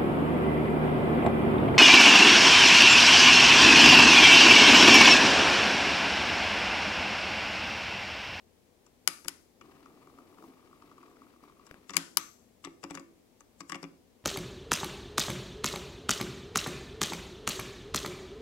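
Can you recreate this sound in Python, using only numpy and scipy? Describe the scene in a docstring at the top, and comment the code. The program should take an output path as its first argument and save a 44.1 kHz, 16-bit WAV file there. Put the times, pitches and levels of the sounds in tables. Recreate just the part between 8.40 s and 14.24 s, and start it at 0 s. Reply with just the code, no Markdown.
"""In a quiet, hissing room, a finger works the metal scroll wheel of a mouse on a wooden desk, by a phone.
First a detent clicks and a latch snaps the ratchet off; its spring sings on as decaying bands of noise.
Then the wheel spins freely: wavering noise makes a faint whir, and struck resonances make the axle's knocks.
A fingertip pats the shell, more detents click and the latch snaps back: noisy blows that ring small parts.
Last, the wheel rolls over its detents in short bursts that thump the desk. 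One port is close, one shaded."""
import sys
import numpy as np
from scipy import signal
from scipy.fft import rfft, irfft
from scipy.io import wavfile

SR = 44100
rng = np.random.default_rng(int(sys.argv[2]) if len(sys.argv) > 2 else 0)


def master(y):
    """Save y as 16-bit WAV."""
    cut = np.clip(np.atleast_2d(y).T, -1, 1)
    pcm = np.round(cut * 32767)  # scale
    wavfile.write(sys.argv[1], SR, pcm.astype(np.int16))


N = 257544
TIME = np.arange(N) / SR

# murmur of the quiet room and hiss of the microphone, before the port colours: (f/Hz, level per Hz/dB)
QUIET_COLOUR = [(15, -39.5), (25, -13.5), (86, -2.5), (160, -10.5), (253, -0.5), (274, -8.5), (482, -9),
                (537, -13), (1410, -29), (2170, -27), (2850, -29.5), (3170, -29), (5730, -29.5),
                (7500, -30.5), (15500, -34)]
QUIET_DB = -65.5  # base level, before the colours below
# colours of the murmur at both ports, of each port's own hiss, and of each port: (f/Hz, gain/dB)
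SHARED_MURMUR = [(40, -7.0), (150, -3), (400, -7.0), (1000, -5.5), (3000, -13.5)]
OWN_HISS = [(40, 1.5), (150, -10.5), (400, -8.5), (1000, 0.0), (3000, 3.0)]
NEAR_PORT = [(100, 2), (400, 10.0), (5000, 0.82), (15000, 0.49)]
FAR_PORT = [(100, -2.5), (400, 2.4), (5000, -0.5), (15000, -0.2)]

# colour of the room's answer: (f/Hz, gain/dB)
ROOM_COLOUR = [(100, -15), (400, 1.5), (900, 2), (1400, 6), (1900, 4), (2400, 4.5), (3700, -0.5),
               (5000, -1), (7000, -3.5), (8600, -5), (11000, -1.5), (15000, -17)]
# time the room takes to fade by 60 dB: (f/Hz, t60/s)
ROOM_FADE = [(200, 0.92), (1200, 0.34), (3500, 0.38), (7000, 0.52), (11000, 0.48), (15000, 0.69)]
# the shaded port against the near one, for direct sound: (f/Hz, gain/dB)
DIRECT_SHADE = [(100, -9.5), (300, -2.5), (700, -5), (1200, -4), (1700, -5), (2400, -22), (4000, -24),
                (6000, -24), (8000, -33.5), (11000, -38.5), (15000, -26)]
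# colour of the shaded port's room sound: (f/Hz, gain/dB)
FAR_ROOM_SHADE = [(200, 7), (1300, 0), (3000, -6), (5000, -8.5), (7000, -15.5), (11000, -17.5),
                  (15000, -20)]
# colour of the ratchet's echo off a nearby surface: (f/Hz, gain/dB)
BOUNCE_COLOUR = [(300, -10), (1000, -3.0), (2500, 4.0), (8000, -13.5)]
TOP_HZ = 15800  # the treble is cut above this

# resonances of the desk under the mouse: (f/Hz, width/Hz, peak level/dB)
DESK_MODES = [(167, 11, -0.5), (200, 22, -7.5), (275, 7.7, 2), (285.5, 10, 2), (334.8, 4.9, 7),
              (381, 32, -6), (545.5, 12, -10), (760, 110, -14.5)]
# resonances of the wheel in its cradle: (f/Hz, width/Hz, peak level/dB)
WHEEL_MODES = [(963, 51, -2.5), (1142, 110, 5), (1297.6, 400, -2.5), (1341, 130, -15)]
# resonances of the pawl, the small catch on the teeth: (f/Hz, width/Hz, peak level/dB)
PAWL_MODES = [(1816, 280, -5.5), (2247, 220, -3), (2780, 120, -2), (3450, 220, -7.5), (4940, 340, -6.5),
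              (5768, 170, -3), (6900, 300, -7.5), (7260, 100, -7), (8030, 100, -6.5), (8100, 140, -19.5),
              (9700, 700, -20), (12500, 1300, -38.5)]
# resonances of the latch and the shell: (f/Hz, width/Hz, peak level/dB)
LATCH_MODES = [(1510, 89, -3), (1740, 96, -3.5), (2040, 200, -2), (2230, 190, 4.5), (3070, 180, 2),
               (3750, 67, -3), (4900, 370, 5), (5750, 1200, -5.5), (6607, 220, 3.5), (7800, 250, 0),
               (8450, 190, -16), (9790, 790, -4.5), (10930, 210, 3), (11070, 170, -4), (12170, 1200, -4.5)]
# colour of the desk's dull thud: (f/Hz, gain/dB)
THUD_COLOUR = [(30, -15.0), (80, -2.5), (300, -1.5), (600, -5.0), (1000, -3.5), (2500, -37.0)]
# colour of the wheel's ring at a click: (f/Hz, gain/dB)
WHEEL_COLOUR = [(1500, -3.5), (4000, -4)]

# the free spin, before its trims: (t/s, rumble level in the desk/dB, rattle level of the wheel/dB)
SPIN_LEVELS = [(1.25, -58.5, -67.5), (1.35, -59.5, -70), (1.98, -59, -72.5), (2.05, -51.5, -66.5),
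               (2.16, -63, -72.5), (2.9, -62.5, -70), (3.02, -71.5, -79), (3.03, -56, -64),
               (3.13, -70.5, -79.5), (3.25, -64.5, -67)]
SPIN_DOWN_S = 0.47  # the wheel coasts to rest
# colour of the bearing's rumble: (f/Hz, level per Hz/dB)
RUMBLE_COLOUR = [(60, -24.5), (150, -10.5), (220, -12.5), (280, 0), (345, -9), (400, -6), (520, -17.5),
                 (750, -14.5), (1500, -37)]
# colour of the bearing's hiss, heard as rattle: (f/Hz, level per Hz/dB)
RATTLE_COLOUR = [(700, -24.5), (1000, -7), (1200, -6), (1450, -14), (1800, -12.5), (2350, -11.5),
                 (3300, -19), (4300, -20), (5050, -20.5), (6200, -28.5), (10000, -30.5), (15000, -43.5)]
# the hardest knocks of the axle in its bearing, before trims: (t/s, level/dB)
HARD_AXLE_KNOCKS = [(1.2104, -45.5), (1.4575, -46), (1.671, -48.5), (1.7849, -46), (1.9828, -49),
                    (2.0226, -48.5), (2.038, -46.5), (2.3279, -50), (2.4202, -49), (2.5128, -49),
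                    (2.5793, -48), (2.6281, -47.5), (2.8169, -47.5), (3.035, -48.5), (3.0955, -52),
                    (3.1946, -50.5)]
# lighter knocks come at uneven gaps between these times
KNOCKS_FROM_S, KNOCKS_TO_S, KNOCKS_PER_S, KNOCK_JITTER_S = 1.27, 3.28, 26, 0.013
LIGHT_KNOCK_DB, KNOCK_SPREAD_DB = -58.5, 2.5  # before trims
# a soft contact leaves little above the wheel's own ring: (f/Hz, gain/dB)
KNOCK_COLOUR = [(1350, 3.0), (1750, -14)]

# the fingertip lands on the shell: (t/s, pat level/dB)
FINGER_TOUCHES = [(0.858, -48.5), (3.3114, -41.5), (3.342, -47)]
# colour of the soft pat: (f/Hz, gain/dB)
PAT_COLOUR = [(40, 5), (100, 2), (600, -1), (900, -12), (1600, 1.5), (3400, -15.5), (4300, -27)]

# the latch spring sings on after a snap: (t/s, f/Hz, width/Hz, t60/s, starting level/dB)
SPRING_SONGS = [(0.676, 4960, 260, 0.39, -45.5), (0.883, 5330, 500, 0.27, -54),
                (3.567, 7390, 400, 0.4, -51), (3.771, 6230, 304, 0.48, -46.5),
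                (3.772, 7440, 195.6, 0.6, -52.5)]
# the latch button, pressed and let go twice:
# (t/s, level/dB, brightness/dB, wheel ring level/dB, desk thump level/dB)
LATCH_SNAPS = [(0.6751, -13.5, 3, -31, -44.5), (0.8822, -23, 4, -44.5, -49),
               (3.5671, -13.5, 2.5, -39, -38.5), (3.7708, -13.5, 10.5, -27, -46.5)]

# the wheel's clicks at its detents; a few dull rows, just after a loud click, are the wheel rocking back: (t/s,
# level/dB, brightness/dB, desk thump level/dB)
DETENT_CLICKS = [(0.4626, -56.5, 14, -80), (0.8447, -46.5, 5, -47.5), (0.8786, -43, 12, -56),
                 (1.2103, -51, -12, -56.5), (3.265, -52, 21.5, -69), (3.4933, -38, 1, -50.5),
                 (3.5039, -40.5, 7, -48), (3.5345, -38.5, -6, -56), (3.542, -39.5, -7, -45.5),
                 (3.5545, -43.5, 4, -47.5), (3.5634, -35.5, -7, -51.5), (4.2464, -35.5, 0, -45),
                 (4.269, -48.5, -19, -43), (4.4362, -37.5, 5.5, -38.5), (4.506, -39.5, 3, -40),
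                 (4.5497, -38, 12, -46), (4.5720, -40.5, -9, -47.5), (4.5942, -48.5, 10.5, -46),
                 (5.005, -51.5, 14, -61.5), (5.204, -39, 7, -46), (5.295, -35.5, 6.5, -50.5),
                 (5.3188, -32, -3, -42), (5.3442, -35.5, -12, -43.5), (5.3535, -43.5, 5, -42.5),
                 (5.4276, -41, 2, -41), (5.4384, -43, -13, -46)]
# the pawl's own blow rings the wheel too, against the click's level
PAWL_RING_DB = -8.5
# the wheel seats just after the pawl; tick and ring levels are against the click
SEAT_LAG_S, SEAT_DB, SEAT_BRIGHT_DB, SEAT_RING_DB = 0.002, -12.5, -9.5, -4
# rolled slowly between these times, the wheel takes up its slack with a dull knock before each tooth
SLOW_FROM_S, SLOW_TO_S, SLACK_LEAD_S = 4.2, 4.56, 0.0068
# knock and ring against the click, thump against the click's thump
SLACK_DB, SLACK_BRIGHT_DB, SLACK_RING_DB, SLACK_THUMP_DB = -9.5, -13.5, -13, -11
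# colour of the pawl's rub: (f/Hz, gain/dB)
RUB_COLOUR = [(400, -23.0), (1200, -9.0), (4000, -10), (7600, 1.0), (10000, -10.0), (15000, -22.5)]


def undb(db):
    """Turn decibels into a gain."""
    return 10 ** (np.asarray(db) / 20)


def unit(x):
    """Scale to an rms (average strength) of 1."""
    return x / np.sqrt(np.mean(x ** 2))


def unit_energy(x):
    """Scale so that the squares of all samples add up to 1."""
    return x / np.sqrt(np.sum(x ** 2))


def on_log_axis(points, hz):
    """Read (f/Hz, value) points along a log-frequency axis."""
    f, value = np.transpose(points)
    return np.interp(np.log(np.maximum(hz, 1)), np.log(f), value)


def colour(x, points, size=4096):
    """Filter by (f/Hz, gain/dB) points; folding the cepstrum forward in time keeps the filter causal."""
    gain = undb(on_log_axis(points, np.fft.rfftfreq(size, 1 / SR)))
    cepstrum = irfft(np.log(gain))
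    cepstrum[1:size // 2] *= 2
    cepstrum[size // 2 + 1:] = 0
    response = irfft(np.exp(rfft(cepstrum)))
    return signal.fftconvolve(x, response)[:len(x)]


def noise(points):
    """Make coloured noise of rms 1."""
    return unit(colour(rng.standard_normal(N), points))


def walk(rate):
    """Wander at random, with this many new values per second and a spread near 1."""
    knots = rng.standard_normal(N // 100)
    return np.interp(TIME * rate, np.arange(len(knots)), knots)


def delay(x, seconds):
    """Play the same sound later."""
    return np.concatenate([np.zeros(int(seconds * SR)), x])[:len(x)]


def add(track, s, sound):
    """Mix a sound into a track at time s."""
    start = int(s * SR)
    track[start:start + len(sound)] += sound[:N - start]


def sized(x, db, span_s=0.005):
    """Give a blow the energy of span_s seconds at this level."""
    return unit_energy(x) * undb(db) * np.sqrt(span_s * SR)


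def ring(modes, size, detune=0., spread_db=0.):
    """Ring a body as one fading wave per resonance, each varied a little with the place of the blow."""
    t = np.arange(size) / SR
    out = np.zeros(size)
    chances = rng.standard_normal((len(modes), 2))
    for k, ((hz, width, db), (pitch_chance, level_chance)) in enumerate(zip(modes, chances)):
        fade = np.exp(-np.pi * width * t)
        wave = fade * np.cos(2 * np.pi * hz * (1 + detune * pitch_chance) * t)
        sign = (-1) ** k
        # a wider resonance fades sooner, so it starts stronger to reach the same peak
        out += sign * undb(db + spread_db * level_chance) * width * wave
    return out


def contact(length_s, size=1024, count=5):
    """Make a blow that starts at once and chatters for a moment, random but even across the spectrum."""
    t = np.arange(1, size + 1) / SR / length_s
    shape = np.sqrt(t) * np.exp(-t)
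    x = rng.standard_normal(size) * shape
    for _ in range(count):  # flatten the spectrum, then fade again
        spectrum = rfft(x)
        x = irfft(spectrum / (abs(spectrum) + 1e-12)) * np.sqrt(shape)
    return x


def radiate(x, edge_hz):
    """Cut the bass: a small part moves almost no air below its edge frequency."""
    return signal.sosfilt(signal.butter(N=4, Wn=edge_hz, btype="high", fs=SR, output="sos"), x)


def strike(modes, length_s, crack, detune=0.005, spread_db=3.0, edge_hz=900, size=2048):
    """Ring a body with a chattering blow; beside the ring comes a toneless crack."""
    ringing = unit(signal.fftconvolve(contact(length_s), ring(modes, size, detune, spread_db)))
    toneless = unit(np.pad(contact(length_s), (0, size - 1)))
    return radiate(ringing + crack * toneless, edge_hz)


def quiet_room():
    """Low room murmur reaches both ports alike; each port adds hiss of its own."""
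    shared = colour(noise(QUIET_COLOUR), SHARED_MURMUR) * undb(walk(15))
    near_hiss, far_hiss = (colour(noise(QUIET_COLOUR), OWN_HISS) for _ in range(2))
    near = colour(shared + near_hiss, NEAR_PORT)
    far = colour(shared + far_hiss, FAR_PORT)
    return undb(QUIET_DB) * np.array([near, far])


def room(x, build_s, size=32768):
    """A small room answers with a diffuse tail that builds up, then fades at a rate set by frequency."""
    hz, t, cells = signal.stft(rng.standard_normal(size), SR, nperseg=256)
    fade = undb(-60 * t / on_log_axis(ROOM_FADE, hz)[:, None])
    tail = signal.istft(cells * fade, SR)[1]
    tail *= 1 - np.exp(-(np.arange(len(tail)) / SR / build_s) ** 2)
    return colour(signal.fftconvolve(x, unit_energy(tail))[:N], ROOM_COLOUR)


def reflection(x, lag_s, db, smear_s):
    """A nearby surface throws the sound back, a little scattered."""
    scattered = signal.fftconvolve(x, unit_energy(contact(smear_s)))[:N]
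    return undb(db) * delay(scattered, lag_s)


def thump(rise_s=0.001, thud_db=-9):
    """The heavy desk takes a moment to get ringing, beside a dull thud."""
    desk = ring(DESK_MODES, size=16384, detune=0.0047, spread_db=4.5)
    desk = unit(desk * (1 - np.exp(-np.arange(len(desk)) / SR / rise_s)))
    thud = colour(contact(0.0038, size=len(desk)), THUD_COLOUR)
    return desk + undb(thud_db) * unit(thud)


def axle_knocks(count=90):
    """The loose axle gives a few hard knocks among many light ones: rows of (t/s, level/dB)."""
    late, force = rng.standard_normal((count, 2)).T
    times = KNOCKS_FROM_S + np.arange(count) / KNOCKS_PER_S + KNOCK_JITTER_S * late
    light = zip(times, LIGHT_KNOCK_DB + KNOCK_SPREAD_DB * force)
    return list(HARD_AXLE_KNOCKS) + [(s, db) for s, db in light if s < KNOCKS_TO_S]


def free_spin(rumble_db, rattle_db, rough_db, knock_db, knock_s, tick_db, thump_db):
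    """The bearing rumbles through the desk and rattles the wheel; now and then the axle knocks."""
    s, desk_db, wheel_db = np.transpose(SPIN_LEVELS)
    turning = np.interp(TIME, [s[0] - .02, s[0], s[-1], s[-1] + SPIN_DOWN_S], [0, 1, 1, 0])
    rumble = noise(RUMBLE_COLOUR) * undb(np.interp(TIME, s, desk_db) + rumble_db + walk(59))
    rattle_level = np.interp(TIME, s, wheel_db) + rattle_db + rough_db * walk(130)
    rattle = noise(RATTLE_COLOUR) * undb(rattle_level)
    out = (rumble + rattle) * turning
    for s, db in axle_knocks():
        knock = colour(strike(WHEEL_MODES, knock_s, 0), KNOCK_COLOUR)
        tick = strike(PAWL_MODES, .002, 0.14)
        desk = ring(DESK_MODES[2:6], size=8192, detune=.05)
        add(out, s, sized(knock, db + knock_db))
        add(out, s, sized(tick, db + tick_db))
        add(out, s, sized(desk, db + thump_db))
    return out


def fingertip(contact_s, nail_db, thump_db):
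    """Soft flesh gives a dull, toneless pat; the nail ticks and the desk thumps faintly."""
    out = np.zeros(N)
    for s, db in FINGER_TOUCHES:
        pat = colour(contact(contact_s, size=2048), PAT_COLOUR)
        nail = strike(PAWL_MODES, contact_s, .4)
        add(out, s, sized(pat, db))
        add(out, s, sized(nail, db + nail_db))
        add(out, s, sized(thump(), db + thump_db, .025))
    return out


def spring_song(size=22050):
    """The spring's coils share close partials, made as a narrow band of noise that outlasts the snap."""
    out, t = np.zeros(N), np.arange(size) / SR
    for s, hz, width, t60, db in SPRING_SONGS:
        band = [(hz - 2 * width, -45), (hz - width / 2, -3), (hz, 0),
                (hz + width / 2, -3), (hz + 2 * width, -45)]
        cluster = unit(colour(rng.standard_normal(size), band))
        add(out, s, cluster * undb(db - 60 * t / t60))
    return out


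def clicks(table, modes, contact_s, wheel_s, crack, detune, top_db, thump_lag_s):
    """A spring drops into place: the small part cracks, the wheel rings, the desk thumps."""
    out = np.zeros(N)
    for s, db, bright_db, wheel_db, thump_db in table:
        half_db = bright_db / 2  # brightness lowers the bass side and lifts the treble side
        tilt = [(2500, -half_db), (9000, half_db), (11500, half_db + top_db / 4), (15500, half_db + top_db)]
        part = colour(strike(modes, contact_s, crack, detune), tilt)
        wheel = colour(strike(WHEEL_MODES, wheel_s, 0, edge_hz=360), WHEEL_COLOUR)
        add(out, s, sized(part, db))
        add(out, s, sized(wheel, wheel_db))
        add(out, s + thump_lag_s, sized(thump(), thump_db, 0.016))
    return out


def pawl_rub(rub_db, swell_s, size=2048):
    """Before each click the pawl slides up a tooth with a thin hiss; a louder, brighter click hisses more."""
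    out = np.zeros(N)
    swell = np.exp(-np.arange(size)[::-1] / SR / swell_s)
    for s, db, bright_db, _ in DETENT_CLICKS:
        hiss = unit(colour(rng.standard_normal(size), RUB_COLOUR))
        add(out, s - size / SR, hiss * swell * undb(db + bright_db / 2 + rub_db))
    return out


def detent_blows():
    """The pawl clicks, then the wheel seats without a thump; in a slow roll a slack knock comes first."""
    blows = []
    for s, db, bright_db, thump_db in DETENT_CLICKS:
        blows.append((s, db, bright_db, db + PAWL_RING_DB, thump_db))
        blows.append((s + SEAT_LAG_S, db + SEAT_DB, SEAT_BRIGHT_DB, db + SEAT_RING_DB, -np.inf))
        if SLOW_FROM_S < s < SLOW_TO_S:
            blows.append((s - SLACK_LEAD_S, db + SLACK_DB, SLACK_BRIGHT_DB,
                          db + SLACK_RING_DB, thump_db + SLACK_THUMP_DB))
    return blows


def scene():
    """Mix free spin, fingertip, latch and ratchet at two ports, with the room around them."""
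    spin = free_spin(rumble_db=0.5, rattle_db=3.5, rough_db=4.0, knock_db=-2.0, knock_s=.0013,
                     tick_db=-16.5, thump_db=-6.0)
    touches = fingertip(contact_s=0.0012, nail_db=-14, thump_db=-15)
    latch = clicks(LATCH_SNAPS, LATCH_MODES, contact_s=0.0012, wheel_s=0.00025, crack=0.69,
                   detune=.012, top_db=-10.5, thump_lag_s=0.0016)
    # summed over all directions, as the walls hear it, the latch has a far more even spectrum
    latch_all_round = clicks(LATCH_SNAPS, LATCH_MODES, contact_s=.00005, wheel_s=.0001, crack=6.6,
                             detune=0, top_db=-12, thump_lag_s=0.0016)
    ratchet = clicks(detent_blows(), PAWL_MODES, contact_s=0.003, wheel_s=0.0015, crack=0.32,
                     detune=0.023, top_db=-15.5, thump_lag_s=.002)
    ratchet = ratchet + pawl_rub(rub_db=-20.5, swell_s=.011)

    # a nearby surface throws each click back a moment later, the ratchet duller than it came
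    ratchet_bounce = colour(reflection(ratchet, lag_s=0.0077, db=-9, smear_s=0.0011), BOUNCE_COLOUR)
    latch_bounce = reflection(latch, lag_s=0.006, db=-16.5, smear_s=0.0044)
    direct = spin + touches + latch + spring_song() + ratchet + ratchet_bounce + latch_bounce

    sent_to_room = undb(-14.0) * latch_all_round + undb(-13) * (ratchet + spin)
    near_room, far_room = (room(sent_to_room, build_s=0.0017) for _ in range(2))
    near = direct + near_room
    # sound bends round the phone to the far port, which dulls it
    far = colour(direct, DIRECT_SHADE) + colour(far_room, FAR_ROOM_SHADE)
    return np.array([near, far]) + quiet_room()


def record(dry):
    """The phone cuts the top of the treble with a steep low-pass filter."""
    return signal.sosfilt(signal.ellip(10, .2, 90, TOP_HZ, fs=SR, output="sos"), dry)


dry = scene()
out = record(dry)
master(out)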